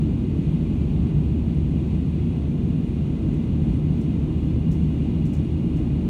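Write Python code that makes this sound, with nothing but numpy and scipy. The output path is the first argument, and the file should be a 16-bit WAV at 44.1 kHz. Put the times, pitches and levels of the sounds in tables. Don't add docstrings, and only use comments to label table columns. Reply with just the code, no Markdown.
import sys
import numpy as np
from scipy.fft import rfft, irfft, next_fast_len
from scipy.io import wavfile
from scipy.ndimage import map_coordinates

SR = 44100
rng = np.random.default_rng(int(sys.argv[2]) if len(sys.argv) > 2 else 0)


def digitize_waveform(pressure):
    field = np.atleast_2d(pressure).T
    bounded = np.clip(field, -1, 1)
    quanta = np.round(bounded * 32767).astype(np.int16)
    wavfile.write(sys.argv[1], SR, quanta)


N = 268569

# start_s, level_db, attack_s
CLICK_CUES = [(3.331, -61, .003), (3.729, -66, .002), (4.005, -59, .002), (4.711, -52.3, .006),
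              (5.252, -55.5, .003), (5.328, -52.5, .007), (5.760, -59.5, .004)]
# frequency_hz, relative_db
CLICK_COLOUR = [(1500, -32), (4800, -4), (5400, 3), (8800, -1), (10200, -9), (11800, -8), (15500, -14)]
# frequency_hz, relative_db
HISS_COLOUR = [(600, -19), (1800, -5), (2400, 1.5), (3300, 0), (4500, -7.5), (4950, -14.5), (5300, -13),
               (6900, -12.5), (7700, -17), (9400, -17.5), (10400, -26.5), (11200, -25), (13800, -31.5),
               (15800, -27)]
# pitch_hz, width_hz, level_db
DUCT_MODES = [(2040, 120, -66.5), (2203, 50, -73), (2368, 50, -68.5), (2483, 70, -67), (2563, 45, -67.5),
              (2807, 150, -66.5), (3304, 20, -74), (3610, 390, -72), (4200, 40, -79), (4510, 70, -79),
              (6394, 100, -85.5), (8400, 350, -82.5), (8920, 300, -76.5), (12150, 900, -84.5)]
# shaft_order, level_db
HUM_PARTIALS = [(1, -32), (2, -35)]
# peak_s, rise_db
DRONE_SWELLS = [(2.55, 3), (3.9, 5.5), (4.8, 7)]
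# pitch_hz, width_hz, level_db
CABIN_MODES = [(51.8, 11, -37.5), (79.3, 12.2, -33), (125.8, 9.9, -37.5), (182.3, 12, -36),
               (229.3, 22, -35), (314.5, 22, -42), (360.4, 24, -47.5)]
# frequency_hz, relative_db
RUMBLE_COLOUR = [(18, -34), (30, -27), (46, -3), (105, -2), (230, -2.5), (315, -7), (400, -17),
                 (530, -26.5), (1000, -36.5), (1400, -44), (1850, -49.5), (4000, -79)]


def amp(db):
    return 10 ** (np.asarray(db) / 20)


def unit(x):
    return x / np.sqrt(np.mean(x ** 2) + 1e-20)


def wobble(rate):
    return map_coordinates(rng.standard_normal(N // 100), [np.arange(N) * rate / SR], mode="mirror")


def ramp(start_s, length_s):
    return np.clip((np.arange(N) / SR - start_s) / length_s, 0, 1)


def filtered(x, response):
    size = next_fast_len(N + SR // 2)
    return irfft(rfft(x, size) * response(np.fft.rfftfreq(size, 1 / SR)), size)[:N]


def coloured_noise(colour):
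    points_hz, db = np.transpose(colour)
    curve = lambda hz: amp(np.interp(np.log(hz + 1), np.log(points_hz), db))
    return unit(filtered(rng.standard_normal(N), curve))


def ringing(pitch_hz, width_hz):
    peak = lambda hz: (1j * hz * width_hz / (pitch_hz ** 2 - hz ** 2 + 1j * hz * width_hz)) ** 2
    return unit(filtered(rng.standard_normal(N), peak))


def resonances(modes):
    return sum(amp(db) * ringing(pitch_hz, width_hz) for pitch_hz, width_hz, db in modes)


def clicks(scratch_db=2.0, t60_s=.18):
    t = np.arange(N) / SR
    envelope = np.zeros(N)
    for start_s, level_db, attack_s in CLICK_CUES:
        age_s = np.maximum(t - start_s, 0)
        attack = 1 - np.exp(-age_s / attack_s)
        envelope += attack * amp(level_db - 60 * age_s / t60_s)
    scratch = amp(scratch_db * wobble(300))
    return envelope * unit(scratch * coloured_noise(CLICK_COLOUR))


def nozzle_whistle(level_db=-66, lift_db=4):
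    firm_up = ramp(start_s=3.9, length_s=.6)
    return amp(level_db + lift_db * firm_up) * ringing(pitch_hz=2855, width_hz=92)


def vents(hiss_db=-57, flutter_db=.46):
    flutter = amp(flutter_db * wobble(9.7))
    hiss = amp(hiss_db) * coloured_noise(HISS_COLOUR)
    return flutter * (hiss + resonances(DUCT_MODES))


def engine_hum(cruise_hz=73.12, rise_hz=1.357, drift=.0038, waver_db=2.0):
    shaft_hz = cruise_hz + rise_hz * ramp(start_s=3.0, length_s=1.193)
    turns = np.cumsum(shaft_hz * (1 + drift * wobble(2.003))) / SR
    hum = np.zeros(N)
    for order, level_db in HUM_PARTIALS:
        tone = np.sin(2 * np.pi * (round(order) * turns + rng.random()))
        waver = amp(waver_db * wobble(6))
        hum += amp(level_db) * unit(waver * tone)
    return hum


def engine_drone(level_db=-28.5, swell_s=.55):
    swell_db = np.zeros(N)
    for peak_s, rise_db in DRONE_SWELLS:
        swell_db += rise_db * np.sin(np.pi * ramp(peak_s - swell_s / 2, swell_s))
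    return amp(level_db + swell_db) * ringing(pitch_hz=152.8, width_hz=23)


def airflow(rumble_db=-24, buffet_db=.5):
    buffet = amp(buffet_db * wobble(5.6))
    rumble = amp(rumble_db) * coloured_noise(RUMBLE_COLOUR)
    return buffet * (rumble + resonances(CABIN_MODES))


def scene():
    return (airflow() + engine_hum() + engine_drone() + vents() + nozzle_whistle() + clicks())[None]


def record(dry):
    top_hz = 15760
    return np.array([filtered(channel, lambda hz: hz < top_hz) for channel in dry])


dry = scene()
out = record(dry)
digitize_waveform(out)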